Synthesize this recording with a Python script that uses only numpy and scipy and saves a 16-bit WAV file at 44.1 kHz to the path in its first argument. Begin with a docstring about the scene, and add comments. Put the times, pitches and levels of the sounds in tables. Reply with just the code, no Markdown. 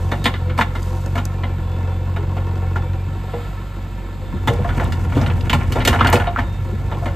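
"""A diesel backhoe loader works a heap of boulders in the open: first the pump whines over the engine's
boom and clatter while soil pours and stones and steel knock. The engine eases as the arm swings and oil
rushes at about 3.2 s; a gust swells; from 4.2 s the teeth drag through soil and rubble, and near 5.9 s
a boulder rolls over before the engine labours again. Exhaust and whine are tones locked to the firing,
blows are showers of fractures through ringing steel, and soil, oil and wind are shaped noise."""
import sys
import numpy as np
from scipy import signal
from scipy.fft import rfft, irfft, next_fast_len
from scipy.io import wavfile

SR = 44100
rng = np.random.default_rng(int(sys.argv[2]) if len(sys.argv) > 2 else 0)


def to_wav(sig):
    """Store sig (one row per channel, or 1-D mono) as 16-bit WAV at the path in sys.argv[1].

    Samples outside -1..1 are clipped; the rate is SR.
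    """
    pcm = np.clip(np.atleast_2d(sig), -1, 1) * 32767
    pcm = np.round(pcm).astype(np.int16)
    wavfile.write(sys.argv[1], SR, pcm.T)  # frames by channels


N = 315315

# Blows on the bucket: (time [s], clang level [dB], clang centre [Hz], splinters against clang [dB])
BLOWS = [(0.116, -18.5, 1100, -23), (0.242, -21.5, 3200, -7.5), (0.255, -11.5, 1400, -16.5),
         (0.339, -25, 1460, -30), (0.495, -28.5, 1190, -34), (0.577, -23.5, 1300, -14),
         (0.587, -15, 900, -19), (0.609, -15, 1400, -20.5), (0.752, -25, 1150, -22),
         (1.154, -22, 1070, -20), (1.177, -21, 1060, -19), (1.435, -24.5, 1270, -47),
         (2.162, -26.5, 1100, -24), (2.367, -27, 925.6, -27), (3.333, -31, 1002, -37),
         (2.758, -24.5, 915, -23), (4.473, -14, 1080, -16), (4.689, -24, 900, -36), (4.798, -21, 795, -27),
         (4.922, -27, 1582, -10.5), (5.167, -23.5, 510, -20), (5.215, -23, 591.5, -24),
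         (5.26, -25.5, 1700, -29), (5.298, -26, 1280, -27), (5.496, -19, 1810, -11.5),
         (5.53, -12.5, 1150, -16), (5.721, -25.5, 1890, -5), (5.755, -17, 458, -25.5),
         (5.803, -21.5, 1934, -31), (5.85, -15, 2230, -6), (5.874, -9.5, 1460, -6),
         (5.928, -14.5, 1020, -25), (5.989, -20.5, 1150, -42), (6.005, -15.5, 1232, -59),
         (6.046, -12.5, 1060, -28), (6.07, -18.5, 2500, -8), (6.126, -8.5, 893, -13),
         (6.198, -20.5, 1470, -27), (6.269, -26, 1699, -38), (6.372, -23.5, 1080, -38),
         (6.387, -19, 962, -26), (6.914, -24.5, 730, -36), (7.058, -22, 970, -25)]
# Edges of the thump, clang and splinter bands: (frequency [Hz])
BLOW_EDGES_HZ = [150, 480, 4800, 14500]
CRUMBLE_T60_S, CRUMBLE_SHORTENS = 0.14, 0.64  # for a clang at 1 kHz; exponent: brighter blows die sooner
THUMP_DB, THUMP_DB_PER_OCTAVE = -4, 0.5  # against a 1 kHz clang; change per octave of clang centre
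# Resonances of the steel bucket: (frequency [Hz], width [Hz], level [dB])
BUCKET_MODES = [(241, 32, 3), (368.4, 23, -1), (484, 50, -6), (565, 22, 1.5), (706, 41, -0.5),
                (820.3, 16.7, 5), (947, 260, -4.5), (1074, 15, 0), (1365, 100, -8.5), (1466, 39, 1),
                (1733, 116, -5), (2082, 74, 1.5), (2130, 240, -3), (2500, 1400, -24.5), (2802, 61, 1),
                (3180, 620, -1.5), (3500, 90, 2), (3750, 127, -2), (4390, 110, -5.5), (4940, 32, -5),
                (7040, 140, -12.5), (8640, 360, -3.5)]

# Force of the teeth in the ground: (time [s], push [dB])
PUSH = [(4.25, -7), (4.5, -4.5), (4.8, -1), (5.03, -5), (5.22, 5), (5.42, -4), (6.05, 9.5), (6.3, -9.5),
        (6.7, -8), (7.15, -10)]
# Fade of the dragging as the teeth bite in: (time [s], gain [0-1])
BITE = [(4.2, 0), (4.45, 1)]
RUMBLE_DB, RUMBLE_FOLLOWS = -22.5, 0.52  # at 0 dB of push; share of the push's swing
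GRIND_DB, CRUNCH_DB = -34, -41.5  # low and high voice of stones on steel, at 0 dB of push
GRIT_DB, GRIT_FOLLOWS = -52, 0.7  # at 0 dB of push; share of the push's swing
KNOCKS_PER_S, KNOCKS_DB = 22, -45  # random stones bumping the bucket; level at 0 dB of push
ROLL_S, ROLL_HOLD_S, ROLL_DB = 5.86, 0.21, -26.5  # a boulder scrapes along the steel as it rolls

# Rocks knocking on one another: (time [s], peak level [dB], pitch [Hz])
ROCKS = [(0.256, -5, 2620), (0.589, -6, 930), (0.612, -5.5, 1700), (2.759, -15.5, 1420),
         (4.479, -11.5, 1710), (4.645, -19, 1360), (4.691, -21, 1800), (4.798, -13.5, 1400),
         (4.923, -23.5, 3900), (4.85, -28, 2878), (5.214, -22, 4316), (5.263, -21, 2420),
         (5.3, -23.5, 2500), (5.497, -8, 2330), (5.53, -7.5, 2246), (5.938, -8.5, 1325), (6.009, 1.5, 1280),
         (6.06, -6, 1400), (6.156, -12, 2630), (6.361, -9, 1360), (6.39, -11, 1750)]
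# Resonances of a rock: (multiple of its pitch, level [dB])
ROCK_MODES = [(0.76, -16), (1, 3), (1.3, -7.5), (1.66, -6)]
ROCK_Q = 10
# Rubble crushed under the teeth: (start [s], hold [s], level [dB])
RUBBLE = [(4.527, 0.3, -39.5), (5.106, 0.1, -33.5)]
# Small stones ticking on stone, and a brief squeal of steel at 4.84 s: (time [s], level [dB], pitch [Hz])
PEBBLES = [(0.828, -20, 4770), (1.061, -17.5, 6600), (1.253, -7, 6559), (4.843, -12.5, 7840),
           (5.409, -21, 2767), (6.101, 2, 13000)]
# Soil pouring off the teeth: (start [s], hold [s], level [dB])
POURS = [(-0.1, 0.16, -51.5), (0.687, 0.17, -49)]
# Hollow clunks of the arm and bucket: (time [s], level [dB], pitch [Hz])
CLUNKS = [(2.185, -26, 412), (3.336, -18.5, 476), (4.505, -14.5, 469.8), (4.585, -21, 485.6),
          (4.647, -18, 698), (6.137, -9.5, 484), (6.272, -13, 699.2), (7.023, -22, 689.5)]
# Boulders shifting in the ground: (time [s], level [dB], pitch [Hz])
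THUDS = [(4.338, -13, 191), (4.488, -8, 115.6), (4.6, -14, 132), (5.166, -4, 283.8), (5.218, -6.5, 106.5),
         (5.281, -9.5, 115.6), (5.539, -8.5, 133), (5.78, -24, 101.8), (6.139, -11.5, 106),
         (6.726, -16, 210.4)]

# Engine effort as the arm curls, lifts, swings freely, digs and lifts again:
# (time [s], load [dB], where 0 is working hard)
LOAD = [(0, 0), (0.33, -2), (0.5, 1.5), (0.74, -4.5), (0.88, 0), (1.3, -1), (1.75, -0.5), (2.85, 0.5),
        (3.15, -5), (3.7, -11), (4.3, -9), (4.9, 1.5), (5.7, -0.5), (6.45, -5.5), (6.8, -7), (7.15, 1)]
# Engine speed, rising and sagging: (time [s], firing rate [1/s])
SPEED = [(0, 43.6), (0.2, 48), (0.42, 44.2), (0.63, 45), (0.85, 44.5), (1.25, 46.9), (1.6, 44.3), (2.4, 46),
         (2.8, 44.8), (3.05, 46), (3.45, 47.9), (4.2, 45.8), (5.1, 44), (5.9, 43.5), (6.35, 47), (7.15, 46)]
# Upper exhaust tones: (multiple of the firing rate, level against the octave tone [dB])
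OVERTONES = [(1.5, -22), (2.5, -19.5), (3, -10), (4, -17), (5, -31.5), (5.5, -30), (7.5, -26)]
OCTAVE_DB = -21.5  # exhaust tone at twice the firing rate, at 0 dB of load
FIRING_DB, FIRING_FOLLOWS = -27.5, 0.19  # tone at the firing rate, at 0 dB of load; share of its swing
# Resonances of the engine block and panels: (frequency [Hz], width [Hz], level [dB])
BLOCK_MODES = [(234, 14, -1), (329.2, 18.4, 9.5), (458, 42, 3), (548, 25, 4.5), (705, 236, -3.5),
               (759, 19, 8), (924, 34, 4.5), (1093, 55, 1), (1400, 57, -3.5), (1699, 42, -7),
               (1755, 53, -7.5), (2170, 75, -15), (2610, 76, -10.5)]
RATTLE_DB, RATTLE_FOLLOWS = -36, 0.5  # at 0 dB of load; share of the load's swing
WHINE_DB, WHINE_FOLLOWS = -46, 0.85  # gear pump at 0 dB of load; share of the load's swing
WHINE_ORDER = 11.35  # multiple of the firing rate
CURL_HOLD_S, CURL_WHINE_DB = 1.0, 5.5  # extra whine until the bucket is out of the heap
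# Faintly singing timing gears: (multiple of the firing rate, level [dB])
GEAR_TONES = [(52, -66), (78, -63.5)]
# Spectrum of the oil flow and fan: (frequency [Hz], level per Hz [dB])
HISS = [(200, 9), (900, 7), (2000, 4), (3500, 0), (4600, -4.5), (6000, -14.5), (7400, -5.5), (9000, -10.5),
        (12500, -12), (14500, -10), (16000, -28)]
# Resonances of oil singing in the valves: (frequency [Hz], width [Hz], level [dB])
VALVE_MODES = [(1069, 22, -4.5), (1307, 26, 2.5), (1374, 24, 3), (1732, 40, -1), (2214, 20, -2),
               (3200, 200, -20), (3715, 110, -13)]
HISS_DB, VALVES_DB = -46.5, -49.5  # oil flow between swings
SWING_S, SWING_HOLD_S, SWING_FLOW_DB = 3.18, 0.048, 4.5  # extra oil flow as the arm swings over

GUST_S, GUST_HOLD_S, GUST_DB = 3.94, 0.49, -29  # start, hold, level before its wavering

# Lead of the left microphone port over the right: (frequency [Hz], phase [rad])
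PORT_LEAD = [(0, 0), (1380, -0.3), (1640, -0.8), (2840, 0.5), (4740, 0.2), (5080, -0.5), (5600, -1.2),
             (6400, 0), (7490, -0.0), (8180, -0.9), (9130, -2.7), (9950, -3.14), (10900, -3.7),
             (11800, -6.1), (13700, -6.4), (14600, -9.3), (16100, -9.5)]
# Left port louder than the right by: (frequency [Hz], level [dB])
PORT_BALANCE = [(60, -1.5), (99, 0.5), (160, 1), (270, 0.0), (450, 1.5), (740, -0.5), (1220, 0.5),
                (2010, -0.5), (3330, -1.0), (5500, 1.5), (9080, -2), (15000, 1.5)]
CUTOFF_HZ = 16500


def blows(snap, snap_s, tail_db, tail_t60, chip_s, rebound_s, rebound_db):
    """A snap, a rebound and dying fractures excite a thump, a stone-coloured clang and splinters."""
    t = np.arange(SR // 3) / SR
    out = np.zeros(N)
    low, middle, high, top = BLOW_EDGES_HZ
    for s, db, hz, splinter_db in BLOWS:
        octaves = np.log2(hz / 1000)
        t60 = CRUMBLE_T60_S * 2 ** (-CRUMBLE_SHORTENS * octaves)
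        shape = from_db(-60 * t / t60) + snap * np.exp(-t / snap_s) + from_db(tail_db - 60 * t / tail_t60)
        since_rebound = t - rebound_s * rng.uniform(0.43, 1.8)
        rebound = (since_rebound > 0) * np.exp(-np.abs(since_rebound) / snap_s)
        shape = shape + from_db(rebound_db) * rebound
        steel = bucket(shape * grains(6000, 3.1, size=len(t)))

        # The stone's broad peak is applied twice to steepen its colour.
        stone = signal.iirpeak(np.clip(hz, 300, 6000), .74, fs=SR)
        coloured = signal.lfilter(*stone, signal.lfilter(*stone, steel))
        clang = band(coloured, middle, high)
        thump = band(steel, low, middle)
        splinters = band(signal.lfilter([1], [1, -.7], steel), high, top) * np.exp(-t / chip_s)
        thump_db = THUMP_DB + THUMP_DB_PER_OCTAVE * octaves
        for part, part_db in (clang, 0), (thump, thump_db), (splinters, splinter_db):
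            # Every part carries the energy of the envelope.
            matched = part * np.linalg.norm(shape) / np.linalg.norm(part)
            add(out, s, from_db(db + part_db) * matched)
    return out


def bucket(force, contact_db=-12, uneven_db=2.5):
    """Bare contact plus ringing steel; each call draws a new mix of modes, like a new point of touch."""
    return from_db(contact_db) * force + resonate(force, BUCKET_MODES, uneven_db)


def drag(judder_db, bump_s):
    """Teeth stick and slip: pushing harder brings more rumble, grinding, bumping stones and grit."""
    push_db = in_time(PUSH)[0]
    slip = rms_one(from_db(judder_db * drift(29.0)))
    steel = bucket(slip * grains(2500, 4.7))

    rumble_noise = rms_one(band(rng.standard_normal(N), 47.3, 124.3))
    rumble = from_db(RUMBLE_DB + RUMBLE_FOLLOWS * push_db) * rumble_noise
    grind = from_db(GRIND_DB + push_db) * rms_one(band(steel, 153, 550))

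    # Each random bump starts a short exponential swell of the crunch.
    hits = np.abs(grains(KNOCKS_PER_S, 0.5)) + 1e-18
    bumps = rms_one(signal.lfilter([1], [1, -np.exp(-1 / (bump_s * SR))], hits))
    roll = swell(ROLL_S, attack_s=0.12, hold_s=ROLL_HOLD_S, release_s=0.08)
    rolling = from_db(ROLL_DB) * roll * from_db(1.3 * drift(29.6))
    contact = from_db(push_db) * (from_db(CRUNCH_DB) + from_db(KNOCKS_DB) * bumps) + rolling
    crunch = contact * rms_one(band(signal.lfilter([1], [1, -.92], steel), 605, 2600))

    grit_noise = rms_one(band(grains(3000, 0.6), 4200, 11700))
    grit = from_db(GRIT_DB + GRIT_FOLLOWS * push_db) * slip * grit_noise
    return in_time(BITE)[0] * (rumble + grind + crunch + grit)


def cracks(chatter_db, chatter_t60, grit_db):
    """Rocks meet and chatter; both ring, heavily damped, and soil between them dulls the click."""
    t = np.arange(SR // 6) / SR
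    out = np.zeros(N)
    for s, db, hz in ROCKS:
        chatter = from_db(chatter_db - 60 * t / chatter_t60) * grains(4000, 1.7, size=len(t))
        force = (t == 0) + chatter
        modes = [(hz * ratio, hz * ratio / ROCK_Q, mode_db) for ratio, mode_db in ROCK_MODES]
        ring = resonate(force, modes, uneven_db=5.0)
        knock = band(ring + from_db(grit_db) * force, hz * 0.55, hz * 1.42)
        add(out, s, from_db(db) * knock / np.abs(knock).max())
    return out


def rubble(per_s, spread_db, q):
    """Small stones of many sizes click, each size a resonance, as the teeth crush through them."""
    crushing = sum(from_db(db) * swell(s, attack_s=0.04, hold_s=hold_s, release_s=0.033)
                   for s, hold_s, db in RUBBLE)
    clicks = sum(resonate(grains(per_s, spread_db), [(hz, hz / q, -6.5 * np.log2(hz))])
                 for hz in np.geomspace(620, 3400, 9))
    return crushing * rms_one(clicks)


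def pebbles():
    """Small stones tick brightly and loose soil trickles from the teeth as high-passed tiny grains."""
    pouring = sum(from_db(db) * swell(s, attack_s=0.12, hold_s=hold_s, release_s=0.21)
                  for s, hold_s, db in POURS)
    trickle = pouring * rms_one(band(grains(1700, 1.1), 2500, 12200))
    return trickle + knocks(PEBBLES, cycles=49, rough=1.0, attack_s=0.0018)


def knocks(rows, cycles, rough, attack_s):
    """Parts meet and ring around one pitch, falling 60 dB in `cycles` cycles, so low pitches last longer."""
    t = np.arange(SR // 3) / SR
    out = np.zeros(N)
    for s, db, hz in rows:
        noise = rms_one(band(rng.standard_normal(len(t)), hz * 0.62, hz * 1.79))
        ring = (np.sin(2 * np.pi * hz * t) + rough * noise) / np.hypot(1, rough)
        add(out, s, from_db(db - 60 * t * hz / cycles) * ring * (1 - np.exp(-t / attack_s)))
    return out


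def machine():
    """Load swells boom, clatter and whine; their timing and the gears follow one wavering crank."""
    load_db = in_time(LOAD)[0]
    firing_hz = in_time(SPEED)[0]
    turns = np.cumsum(firing_hz * (1 + 0.00198 * drift(11.7))) / SR  # counts firings
    rattle, chuff = clatter(turns, sharpness=12.0, uneven_db=2.3, loose=1.37)
    boom = exhaust(turns, FIRING_DB + FIRING_FOLLOWS * load_db, OCTAVE_DB + load_db,
                   wobble_db=1.5, smear=0.539)
    block = from_db(RATTLE_DB + RATTLE_FOLLOWS * load_db) * rattle
    return boom + from_db(-35) * chuff + block + pump(turns, load_db) + gears(turns) + oil(turns)


def exhaust(turns, firing_db, octave_db, wobble_db, smear):
    """Exhaust pulses boom as a stack of wavering tones; the silencer delays the higher ones more."""
    tones = [(1, firing_db), (2, octave_db)] + [(k, octave_db + db) for k, db in OVERTONES]
    boom = 0
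    for k, db in tones:
        gain = np.sqrt(2) * from_db(db + wobble_db * drift(17.0))
        boom = boom + gain * np.cos(np.pi * np.round(2 * k) * turns + smear * k * k)
    return boom


def clatter(turns, sharpness, uneven_db, loose, size=3900):
    """Each firing rattles the block, part repeating every four firings and part loose; low noise chuffs."""
    stroke = turns.astype(int)
    strength = from_db(uneven_db * rng.standard_normal(N)[stroke])
    gate = strength * (0.33 + np.exp(-sharpness * (turns % 1)))
    cycle = rms_one(irfft(np.exp(2j * np.pi * rng.random(size // 2 + 1))))
    repeating = np.interp(turns / 4 % 1, np.arange(len(cycle)) / len(cycle), cycle)
    rattle = gate * (repeating + loose * rng.standard_normal(N))
    chuff = band(gate * rng.standard_normal(N), 41, 214.0)
    return rms_one(resonate(rattle, BLOCK_MODES)), rms_one(chuff)


def pump(turns, load_db):
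    """The gear pump whines at a fixed multiple of the firing rate, louder under load and in the curl."""
    curl = swell(0, attack_s=.02, hold_s=CURL_HOLD_S, release_s=0.22)
    pump_db = WHINE_DB + WHINE_FOLLOWS * load_db + CURL_WHINE_DB * curl
    return from_db(pump_db + 5.4 * drift(19)) * np.sin(2 * np.pi * WHINE_ORDER * turns + .5 * drift(13))


def gears(turns):
    """Timing gears sing wavering sines at high multiples of the firing rate."""
    return sum(from_db(db + 7.2 * drift(3.3)) * np.sin(2 * np.pi * k * turns) for k, db in GEAR_TONES)


def oil(turns):
    """Flowing oil hisses, pulsed slightly by the firing, and whistles in the valves; the swing lifts both."""
    flow = rng.standard_normal(N) * (1 + 0.035 * np.cos(2 * np.pi * turns)) * from_db(.5 * drift(25))
    spectrum = rfft(flow) * from_db(at_hz(HISS, np.fft.rfftfreq(N, 1 / SR)))
    hiss = rms_one(irfft(spectrum, N))
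    swing = swell(SWING_S, attack_s=0.19, hold_s=SWING_HOLD_S, release_s=0.21)
    steady = from_db(HISS_DB) * hiss + from_db(VALVES_DB) * valves(rough_db=2.0)
    return from_db(SWING_FLOW_DB * swing) * steady


def valves(rough_db):
    """Oil forced through the spool valves whistles faintly: noise through narrow resonances."""
    return rms_one(resonate(rng.standard_normal(N), VALVE_MODES)) * from_db(rough_db * drift(9.6))


def breeze(buffet_db, rustle_db):
    """Air brushes each microphone port on its own, harder in the gust, and stirs the grass."""
    buffet = rms_one(band(signal.lfilter([1], [1, -.99], rng.standard_normal((2, N))), 38, 400))
    gust_noise = rms_one(band(rng.standard_normal((2, N)), 43, 150))
    gust = gust_noise * swell(GUST_S, attack_s=1.0, hold_s=GUST_HOLD_S, release_s=1.0)
    rustle = rms_one(band(signal.lfilter([1], [1, -.85], rng.standard_normal((2, N))), 400, 5400))
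    wind = from_db(buffet_db + 1.5 * drift(6.0)) * buffet + from_db(GUST_DB + 2.3 * drift(4.6)) * gust
    return wind + from_db(rustle_db) * rustle


def outdoors(x, scatter_db, t60, far_db, far_t60, lowest_hz):
    """Stones scatter a short tail, the earth bank a fainter, longer one; long bass waves pass by."""
    t = np.arange(SR // 2) / SR
    near = from_db(-60 * t / t60) * (1 - np.exp(-t / 0.0018))
    far = from_db(-60 * t / far_t60) * (1 - np.exp(-t / 0.047))
    shape = from_db(scatter_db) * near / np.linalg.norm(near) + from_db(far_db) * far / np.linalg.norm(far)
    tails = band(shape * rng.standard_normal((2, len(t))), lowest_hz, 22000)
    return x + signal.fftconvolve(x[None], tails, axes=1)[:, :N]


def from_db(db):
    """Decibels to gain."""
    return 10 ** (np.asarray(db) / 20)


def rms_one(x):
    """Scale to rms 1."""
    return x / np.sqrt(np.mean(x ** 2) + 1e-20)


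def in_time(rows):
    """Each column of a curve at every sample."""
    s, *columns = np.transpose(rows)
    return [np.interp(np.arange(N) / SR, s, c) for c in columns]


def at_hz(points, hz):
    """Read a spectrum on a log-frequency axis."""
    point_hz, level = np.transpose(points)
    return np.interp(np.log(hz + 1), np.log(point_hz), level)


def band(x, low_hz, high_hz):
    """Causal band-pass."""
    edges = [low_hz, min(high_hz, .45 * SR)]
    return signal.sosfilt(signal.butter(3, edges, "band", fs=SR, output="sos"), x + 1e-18)


def drift(rate_hz):
    """Smooth random wobble of rms 1: noise at a fortieth of SR, low-passed near `rate_hz`."""
    r = np.exp(-80 * np.pi * rate_hz / SR)
    noise = rng.standard_normal(N // 40 + 2002)
    slow = signal.lfilter([1], [1, -2 * r, r * r], noise)[2000:]  # skip the filter's settling
    return np.interp(np.arange(N) / 40, np.arange(len(slow)), rms_one(slow))


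def grains(per_s, spread_db, size=N):
    """Random tiny fractures of uneven size and either sign; rms 1."""
    sizes = from_db(spread_db * np.minimum(rng.exponential(1, size), 4)) * rng.choice([-1, 1], size)
    return rms_one(sizes * (rng.random(size) < per_s / SR))


def resonate(x, modes, uneven_db=0):
    """Parallel resonances of alternating sign, each excited with a strength of its own."""
    out = 0
    for k, (hz, width, db) in enumerate(modes):
        r = np.exp(-np.pi * width / SR)
        gain = (-1) ** k * from_db(db + uneven_db * rng.standard_normal()) * (1 - r * r) / 2
        poles = [1, -2 * r * np.cos(2 * np.pi * hz / SR), r * r]
        out = out + gain * signal.lfilter([1, 0, -1], poles, x + 1e-18)
    return out


def swell(start_s, attack_s, hold_s, release_s):
    """Rise to 1, hold, then die away exponentially."""
    t = np.arange(N) / SR - start_s
    return np.clip(t / attack_s, 0, 1) * np.exp(-np.maximum(t - attack_s - hold_s, 0) / release_s)


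def add(track, s, sound):
    """Mix a sound in at a time."""
    start = max(int(s * SR), 0)
    track[start:start + len(sound)] += sound[:max(N - start, 0)]


def scene():
    """Digging close by and the machine behind it, straight ahead, in a breeze."""
    stones = blows(snap=0.27, snap_s=0.00056, tail_db=-68, tail_t60=0.16, chip_s=0.39,
                   rebound_s=0.011, rebound_db=-10.5)
    stones = stones + drag(judder_db=3.5, bump_s=0.017) + pebbles()
    stones = stones + cracks(chatter_db=-22, chatter_t60=0.067, grit_db=-9.5)
    stones = stones + rubble(per_s=70, spread_db=-0.5, q=12)
    joints = knocks(CLUNKS, cycles=110, rough=0.37, attack_s=0.0018)
    boulders = knocks(THUDS, cycles=24.3, rough=0.48, attack_s=0.0027)
    digging = outdoors(stones + joints + boulders, scatter_db=-12.5, t60=0.043,
                       far_db=-19.5, far_t60=0.36, lowest_hz=155)
    engine = outdoors(machine(), scatter_db=-10.0, t60=0.11, far_db=-30, far_t60=0.31, lowest_hz=720)
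    return digging + engine + breeze(buffet_db=-47, rustle_db=-59)


def record(dry):
    """Two ports differ in phase and level across frequency; peaks are rounded and the top is cut."""
    size = next_fast_len(N + SR // 4)
    hz = np.fft.rfftfreq(size, 1 / SR)
    sides = np.array([[.5], [-.5]])  # half of each difference to the left, half to the right
    lead = np.interp(hz, *np.transpose(PORT_LEAD))
    balance_db = np.interp(hz, *np.transpose(PORT_BALANCE))
    ports = np.exp(1j * lead * sides) * from_db(balance_db * sides)
    pair = irfft(rfft(dry, size) * ports, size)[:, :N]
    return signal.sosfilt(signal.cheby2(16, 70, CUTOFF_HZ, fs=SR, output="sos"), np.tanh(pair))


dry = scene()
out = record(dry)
to_wav(out)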